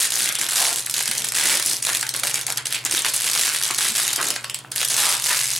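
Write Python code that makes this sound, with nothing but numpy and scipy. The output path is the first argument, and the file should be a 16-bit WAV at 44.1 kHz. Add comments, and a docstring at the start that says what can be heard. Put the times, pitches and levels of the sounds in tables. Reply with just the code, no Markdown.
"""Two hands pull and crumple a thin plastic bag with a small toy in it, close by in a small, humming room.
From the start, tiny creases crackle in swarms and loose plastic flaps; big creases buckle with sharp snaps.
From 0.56 s the plastic now and then rasps over fingers and toy; from 1.1 s whole patches flip with a thud
or a tink. Near 4.6 s the bag is lifted by one corner and goes almost quiet, then the squeezing returns.
All along, the walls add a short echo."""
import sys
import numpy as np
from scipy import signal
from scipy.fft import rfft, irfft, next_fast_len
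from scipy.io import wavfile
from scipy.ndimage import uniform_filter1d, map_coordinates

SR = 44100
rng = np.random.default_rng(int(sys.argv[2]) if len(sys.argv) > 2 else 0)


def transcribe(signal):
    """Save signal, clipped to [-1, 1], as a 16-bit WAV file at the path in sys.argv[1]."""
    frames = np.atleast_2d(signal).T
    limited = np.clip(frames, -1, 1)
    pcm = np.round(limited * 32767).astype(np.int16)
    wavfile.write(sys.argv[1], SR, pcm)


N = 246519
TIME = np.arange(N) / SR

# The soft rush of the quiet room: pitch_hz, level_db
ROOM_AIR = [(20, -20), (50, 3), (80, 4.5), (160, 10.5), (400, -9), (1000, 6), (4000, -10.5), (16000, -17)]
# How the hum slowly rises and falls: time_s, level_db
HUM_LEVELS = [(0, -3.5), (.8, -3.5), (1.2, -1), (2.6, 0), (4.9, -1.5), (5.55, 3)]
# Each squeeze or pull (bass is extra weight in the low tones): start_s, length_s, crackle_db, bass_db, flap_db
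SQUEEZES = [(0, .055, -15, -1.5, -42), (0.119, .08, -21, -1, -44), (.19, .08, -17, 0, -37),
            (.385, .07, -21.5, 0, -39), (.49, .07, -20, 0, -43), (.56, .12, -13, -3, -45),
            (.68, .11, -20, -6, -40), (.945, .07, -19, -1, -42.5), (1.071, .21, -25, -0.5, -40.5),
            (1.35, .1, -16, -1, -38), (1.45, .12, -13, -2, -29.5), (1.655, .08, -17, -9, -37),
            (1.849, .075, -18, 2.5, -37.5), (1.945, .035, -21, -1.5, -41), (2.14, .06, -29, 3, -43.5),
            (2.247, .055, -22, -1.5, -40.5), (2.353, 0.045, -25, 2.5, -42), (2.475, 0.057, -27.5, 3, -44),
            (2.703, 0.068, -30.5, -2, -46), (2.849, .03, -27, 14, -40), (2.915, .09, -18, -2.5, -38),
            (3.049, .04, -18, -1, -38.5), (3.14, .035, -17, -7.5, -47), (3.238, .06, -18, 0.5, -38),
            (3.33, .16, -15, -1, -38.5), (3.525, .05, -20, -1.5, -41.5), (3.615, .06, -20, 1, -53),
            (3.785, .11, -16, -1.5, -39.5), (3.955, .06, -16, -1.5, -41), (4.03, .075, -21, 2, -40),
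            (4.179, .14, -22, 2, -33), (4.765, .09, -22, -1.5, -49), (4.9, .11, -17, -1, -37.5),
            (4.98, .16, -13, 1.5, -35.5), (5.24, .18, -16, -1, -56), (5.43, .14, -21, -5, -54)]
# The held bag keeps stirring between squeezes: time_s, crackle_db
STIRRING = [(0, -32), (.75, -32), (.83, -40), (1.1, -32), (1.3, -40), (1.6, -29), (1.8, -37), (2.4, -41),
            (2.82, -49), (2.92, -30), (4.33, -30), (4.41, -44), (4.58, -50), (4.7, -61), (4.76, -30),
            (5.2, -24), (5.59, -30)]
# The bright tone of creasing plastic: pitch_hz, level_db
CREASE_TONE = [(40, -66), (150, -39), (500, -15.5), (800, -10.5), (1250, -8), (1650, -3), (2400, -3),
               (4000, -0.5), (5800, -1.5), (8400, 0.5), (10700, -0.5), (12500, -9), (15800, -20.5)]
# The dull tone of loose plastic: pitch_hz, level_db
FLAP_TONE = [(70, -44), (170, -4.5), (330, 0.5), (420, -1.5), (650, -4), (900, -7), (1600, -15.5),
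             (5000, -53)]
# How long the echo takes to fade by 60 dB: pitch_hz, fade_s
ECHO_FADE = [(200, 0.15), (1000, 0.3), (4000, 0.21), (8000, 0.15), (15000, 0.082)]
# Echo width, the left-right difference against what both sides share: pitch_hz, width_db
ECHO_WIDTH = [(120, -23), (500, -11), (2000, -8.5), (4500, -7), (8500, -8), (11000, -18.5), (14000, -51)]
# Big creases buckling: start_s, level_db, bass_db
SNAPS = [(.1039, -16, -12), (0.1208, -14.5, 3), (0.1554, -12, -22), (0.2895, -10, 5), (0.3248, -17, -12),
         (0.3529, -12.5, 3), (0.413, -13, -4.5), (0.7935, -18, -11), (0.8476, -30, -23),
         (0.8622, -17.5, -12), (0.8712, -26, 17), (0.897, -16.5, -8), (0.9104, -19, -9), (0.9403, -14, -12),
         (1.0257, -17, -14), (1.057, -14.5, -4), (1.077, -12.5, 0), (1.1131, -12.5, 0), (1.1799, -13, -18),
         (1.2453, -14, 1.5), (1.2866, -16, -9), (1.3209, -17, 4.5), (1.3502, -20, 1), (1.5985, -10.5, 3),
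         (1.6253, -11.5, 1), (1.6615, -8, -30), (1.767, -18.5, -12), (1.826, -14, -8), (1.8507, -14, -13),
         (1.9491, -11, 1), (1.97, -13, -15), (2.0105, -14.5, -11), (2.0269, -14.5, 11.5),
         (2.0668, -20.5, 2), (2.0913, -14, -15), (2.1403, -20, 5), (2.1479, -21, 17), (2.1632, -16.5, -12),
         (2.197, -18.5, -13), (2.2344, -11.5, 1), (2.271, -12.5, 2), (2.3423, -10, -1), (2.3558, -14, -4),
         (2.4121, -19.5, -18), (2.4664, -13.5, -4.5), (2.5018, -18, -2), (2.5228, -19.5, -20),
         (2.573, -14.5, -5), (2.5802, -17.5, 5), (2.656, -17.5, 1), (2.6687, -16, -2), (2.7252, -15, -5),
         (2.748, -16, -4), (2.85, -12.5, -13), (2.8629, -14.5, -1), (2.9109, -13, -1), (3.0472, -12, 10.5),
         (3.099, -19, 1), (3.2082, -15.5, 0), (3.2195, -15, -4), (3.3138, -14, -13), (3.4769, -15, 9),
         (3.5473, -15.5, 11), (3.6357, -11, -1), (3.7091, -12, 3.5), (3.746, -15.5, -12),
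         (3.7636, -24, -18), (3.7825, -14.5, -5), (3.9532, -18, 8), (4.0316, -15, -15), (4.0786, -10, -3),
         (4.1303, -13, -9), (4.1341, -16, 1), (4.1603, -10.5, -4), (4.2286, -14.5, 6), (4.2848, -16, -10),
         (4.3042, -9.5, -1.5), (4.362, -16.5, 12), (4.4433, -20.5, 12), (4.4978, -22.5, -17),
         (4.5448, -17, -18), (4.5884, -29.5, 3), (4.6475, -35, 32), (4.718, -20.5, 1), (4.7603, -16.5, 1),
         (4.8147, -12.5, 9), (4.8305, -16, 6), (4.8496, -10, -7), (4.8843, -14, -13), (5.4417, -14, -1)]
# Plastic dragging over fingers and toy: start_s, length_s, pitch_hz, level_db
DRAGS = [(0.56, 0.19, 775, -27.5), (1.381, 0.23, 1890, -24.5), (2.224, 0.037, 640, -31),
         (2.469, 0.045, 870, -34.5), (2.705, 0.082, 2800, -26.5), (4.172, 0.049, 1350, -24.5),
         (4.954, 0.23, 1120, -26.5), (5.279, 0.077, 1743, -22)]
# Whole patches of the bag flipping over: start_s, level_db, pitch_hz
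FLIPS = [(1.089, -27, 216), (2.574, -1, 4900), (2.725, -6, 3220), (2.938, -20, 360), (2.979, 3.5, 3440),
         (3.705, -9, 1140), (3.709, -23, 348), (3.894, -30, 165), (3.911, -24.5, 221), (4.26, -25, 256),
         (4.498, -8, 2970), (4.546, -9, 3000), (4.816, -23.5, 560)]


def amp(db):
    """Turn decibels into a number to multiply by."""
    return 10 ** (np.asarray(db) / 20)


def unit(x):
    """Scale a sound to an average power of 1."""
    return x / np.sqrt(np.mean(x ** 2) + 1e-20)


def at_pitch(table, hz):
    """Read a table between its rows, on a log scale of pitch."""
    pitches, values = np.transpose(table)
    return np.interp(np.log(hz + 1), np.log(pitches), values)


def at_time(table, times):
    """Read each column of a table at the given times."""
    row_times, *columns = np.transpose(table)
    return [np.interp(times, row_times, column) for column in columns]


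def wobble(rate):
    """A smooth curve through rate random points a second."""
    points = rng.standard_normal(int(N * rate / SR) + 4)
    return map_coordinates(points, [np.arange(N) * rate / SR])


def coloured(x, tone, size=2048):
    """Filter a sound to follow a tone table; white noise keeps its power."""
    cepstrum = irfft(np.log(amp(at_pitch(tone, np.fft.rfftfreq(size, 1 / SR)))))
    # make the filter ring only after a click, never before it
    cepstrum[1:size // 2] *= 2
    cepstrum[size // 2 + 1:] = 0
    response = irfft(np.exp(rfft(cepstrum)))
    return signal.fftconvolve(x, response / np.linalg.norm(response))[:len(x)]


def placed(times, sounds):
    """Add up short sounds, one a row, each at its start time."""
    index = (np.clip(times, 0, None) * SR).astype(int)[:, None] + np.arange(sounds.shape[1])
    return np.bincount(index.ravel(), sounds.ravel(), N)[:N]


def hum(hz, db, waver_db, drift_rad):
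    """Something in the room hums: a low, slightly unsteady tone."""
    level = np.sqrt(2) * amp(db + waver_db * wobble(8.1))
    return level * np.sin(2 * np.pi * hz * TIME + drift_rad * wobble(2.52))


def background(air_db=-51, side_db=-17):
    """Two close hums beat against each other over the soft rush of the room."""
    middle, side = [amp(air_db) * unit(coloured(rng.standard_normal(N), ROOM_AIR)) for _ in range(2)]
    hums = hum(hz=120.6, db=-49.5, waver_db=1.5, drift_rad=.15)
    hums += hum(hz=137.2, db=-52.5, waver_db=3.5, drift_rad=0.98)
    return middle + amp(at_time(HUM_LEVELS, TIME)[0]) * hums + amp(side_db) * np.array([side, -side])


def squeezing(grip_db_per_s=1100, swell_db_per_s=28, relax_db_per_s=330,
              stir_bass_db=-7.5, stir_flap_db=-49.5):
    """The work of the hands, as a table: time_s, crackle_db, bass_db, flap_db."""
    times = np.arange(0, N / SR, .001)
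    start, length, crackle_db, bass_db, flap_db = np.transpose(SQUEEZES)[:, :, None]
    age = times - start
    # a squeeze takes hold quickly, swells to its middle, eases off and lets go
    shape_db = -(grip_db_per_s * np.maximum(-age, 0)
                 + swell_db_per_s * np.abs(age - length / 2)
                 + relax_db_per_s * np.maximum(age - length, 0))
    squeezes = amp(crackle_db + shape_db) ** 2
    stir = amp(at_time(STIRRING, times)[0]) ** 2
    crackle_power = squeezes.sum(axis=0) + stir
    blended_bass_db = ((squeezes * bass_db).sum(axis=0) + stir * stir_bass_db) / crackle_power
    flap_power = (amp(flap_db + shape_db) ** 2).sum(axis=0) + amp(stir_flap_db) ** 2
    return np.column_stack([times, 10 * np.log10(crackle_power), blended_bass_db, 10 * np.log10(flap_power)])


def swarm(per_s, scatter_db, share_s):
    """Random times and sizes; creases that give way close together share the work of the hand."""
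    due = np.cumsum(per_s) / SR
    times = np.interp(np.sort(rng.uniform(0, due[-1], int(due[-1]))), due, TIME)
    sizes = amp(scatter_db * np.clip(rng.standard_normal(len(times)), -2, 2))
    power = placed(times, sizes[:, None] ** 2)
    span = max(int(share_s * SR), 2)
    nearby_power = np.abs(uniform_filter1d(uniform_filter1d(power, span), span))
    return times, sizes / np.sqrt(np.interp(times, TIME, nearby_power) + 1e-12)


def buckles(bass_db, life_s, ring_db=4.5, limp_hz=2000, bass_hz=3300,
            rise_s=0.000078, flutter=0.24, flutter_s=0.0029, size=384, bands=32):
    """Each buckling crease gives a short burst of noise, coloured by the flat bits of plastic beside it."""
    count, t, hz = len(bass_db), np.arange(size) / SR, np.fft.rfftfreq(size, 1 / SR)
    # the crease gathers speed, runs across the plastic and stops; the plastic flutters on for a moment
    rise = 1 - np.exp(-t / rise_s)
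    fall = np.exp(-(t / life_s[:, None]) ** 2) + flutter * np.exp(-t / flutter_s)
    # flat bits of different sizes ring at different pitches; large, limp ones hardly ring
    band_position = np.sqrt(hz / hz[-1]) * (bands - 1)
    band_shapes = np.maximum(1 - np.abs(band_position - np.arange(bands)[:, None]), 0)
    peaks_db = ring_db * (rng.standard_normal((count, bands)) @ band_shapes) * hz / (hz + limp_hz)
    # a large patch gives off more low tones than a small one
    low_db = bass_db[:, None] / (1 + (hz / bass_hz) ** 4)
    tone = rfft(rise * fall * rng.standard_normal((count, size))) * amp(peaks_db + low_db)
    power = np.average(np.abs(tone) ** 2, axis=1, weights=amp(at_pitch(CREASE_TONE, hz)) ** 2)
    return np.roll(irfft(tone / np.sqrt(power)[:, None]), size // 24, axis=1)


def creases(times, sizes, bass_db, life_s, spread):
    """Buckling creases as heard directly (row 0) and as sent out to the walls (row 1)."""
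    lives_s = life_s * np.exp(spread * np.clip(rng.standard_normal(len(times)), -2, 2))
    bursts = [placed(times, sizes[:, None] * buckles(bass_db, lives_s)) for _ in range(2)]
    return np.array([coloured(row, CREASE_TONE) for row in bursts])


def crackle(hands, variety_db=4.5, usual_db=-21, usual_per_s=430, thickening=1.5):
    """Tiny creases give way in swarms: the harder the squeeze, the more of them, up to a rush."""
    effort = amp(thickening * (at_time(hands, TIME)[0] - usual_db))
    times, sizes = swarm(per_s=np.clip(usual_per_s * effort, 280, 2800), scatter_db=7.3, share_s=.02)
    crackle_db, bass_db, _ = at_time(hands, times)
    bass_db += variety_db * rng.standard_normal(len(times))
    return creases(times, sizes * amp(crackle_db), bass_db, life_s=0.0008, spread=0.49)


def flaps(hands, gain_db=-3.0):
    """Broad, loose folds push the air in soft, uneven puffs."""
    times, sizes = swarm(per_s=np.full(N, 500.), scatter_db=6.5, share_s=0.021)
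    *_, flap_db = at_time(hands, times)
    pushes = sizes * rng.choice([-1, 1], len(times)) * amp(flap_db + gain_db)
    return coloured(placed(times, pushes[:, None]), FLAP_TONE)


def echo(x, build_s=0.0014, patterns=28):
    """Sound bounces off shelves and walls; the pattern changes as the bag moves."""
    echoes = np.zeros((2, N + SR))
    for part in np.array_split(np.arange(N), patterns):
        hz, t, noise = signal.stft(rng.standard_normal((2, SR // 2)), SR, nperseg=256)
        fade = amp(-60 * t / at_pitch(ECHO_FADE, hz)[:, None])
        middle, side = noise * fade * (1 - np.exp(-t / build_s))
        side = side * amp(at_pitch(ECHO_WIDTH, hz))[:, None]
        tail = signal.istft(np.array([middle + side, middle - side]), SR, nperseg=256)[1]
        answer = signal.fftconvolve(x[part][None], tail / np.linalg.norm(tail[0]), axes=1)
        echoes[:, part[0]:part[0] + answer.shape[1]] += answer
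    return echoes[:, :N]


def snaps(gain_db=-1.0, lead_db=-12, lead_s=0.0032, burst_s=.004):
    """Big, stiff creases pop through, each just after giving way a little."""
    start, level_db, bass_db = np.transpose(SNAPS)
    sizes = np.sqrt(burst_s * SR) * amp(level_db)  # the energy of that level held for burst_s
    early = start - lead_s * rng.random(len(start))
    first_give = creases(early, sizes * amp(lead_db), bass_db, life_s=0.002, spread=0.24)
    return first_give + creases(start, sizes * amp(gain_db), bass_db, life_s=.0014, spread=.65)


def drags(slips_per_s=600, sharpness=2.1):
    """The plastic slips unevenly and makes the air in the bag ring: a hollow rasp."""
    out = np.zeros(N)
    for start, length, hz, db in DRAGS:
        slips = (rng.random(N) < slips_per_s / SR) * rng.standard_normal(N)
        rasp = unit(signal.lfilter(*signal.iirpeak(hz, sharpness, SR), slips))
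        progress = np.clip((TIME - start) / length, 0, 1)
        out += amp(db) * rasp * np.sqrt(np.abs(np.sin(np.pi * progress)))
    return out


def flips(fade_cycles=11, rise_cycles=0.3):
    """A patch flips over and rings briefly: large ones thud, small tight ones tink."""
    start, level_db, pitch_hz = np.transpose(FLIPS)[:, :, None]
    cycles = pitch_hz * np.arange(SR // 8) / SR
    loudness = amp(level_db - 60 * cycles / fade_cycles) * (1 - np.exp(-cycles / rise_cycles))
    return placed(start[:, 0], loudness * np.sin(2 * np.pi * cycles))


def scene(echo_db=-5.0, pan_db=-0.21):
    """The bag straight ahead, the room around it."""
    hands = squeezing()
    direct, outward = snaps() + crackle(hands) + flaps(hands) + drags() + flips()
    bag = direct + amp(echo_db) * echo(outward)
    return bag * amp([[pan_db], [-pan_db]]) + background()


def record(dry, ceiling=0.47, loud_db=-24.0, react_s=0.028, top_hz=16000):
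    """The camera turns itself down as the sound swells, rounds off peaks and cuts the highest treble."""
    memory = np.exp(-1 / (react_s * SR))
    power = signal.lfilter([1 - memory], [1, -memory], np.mean(dry ** 2, axis=0))
    eased = dry / (1 + power / amp(loud_db) ** 2) ** (1 / 4)
    rounded = eased / (1 + np.abs(eased / ceiling) ** 4) ** (1 / 4)
    size = next_fast_len(N + SR // 4)
    below_top = np.fft.rfftfreq(size, 1 / SR) < top_hz
    return irfft(rfft(rounded, size) * below_top, size)[:, :N]


dry = scene()
out = record(dry)
transcribe(out)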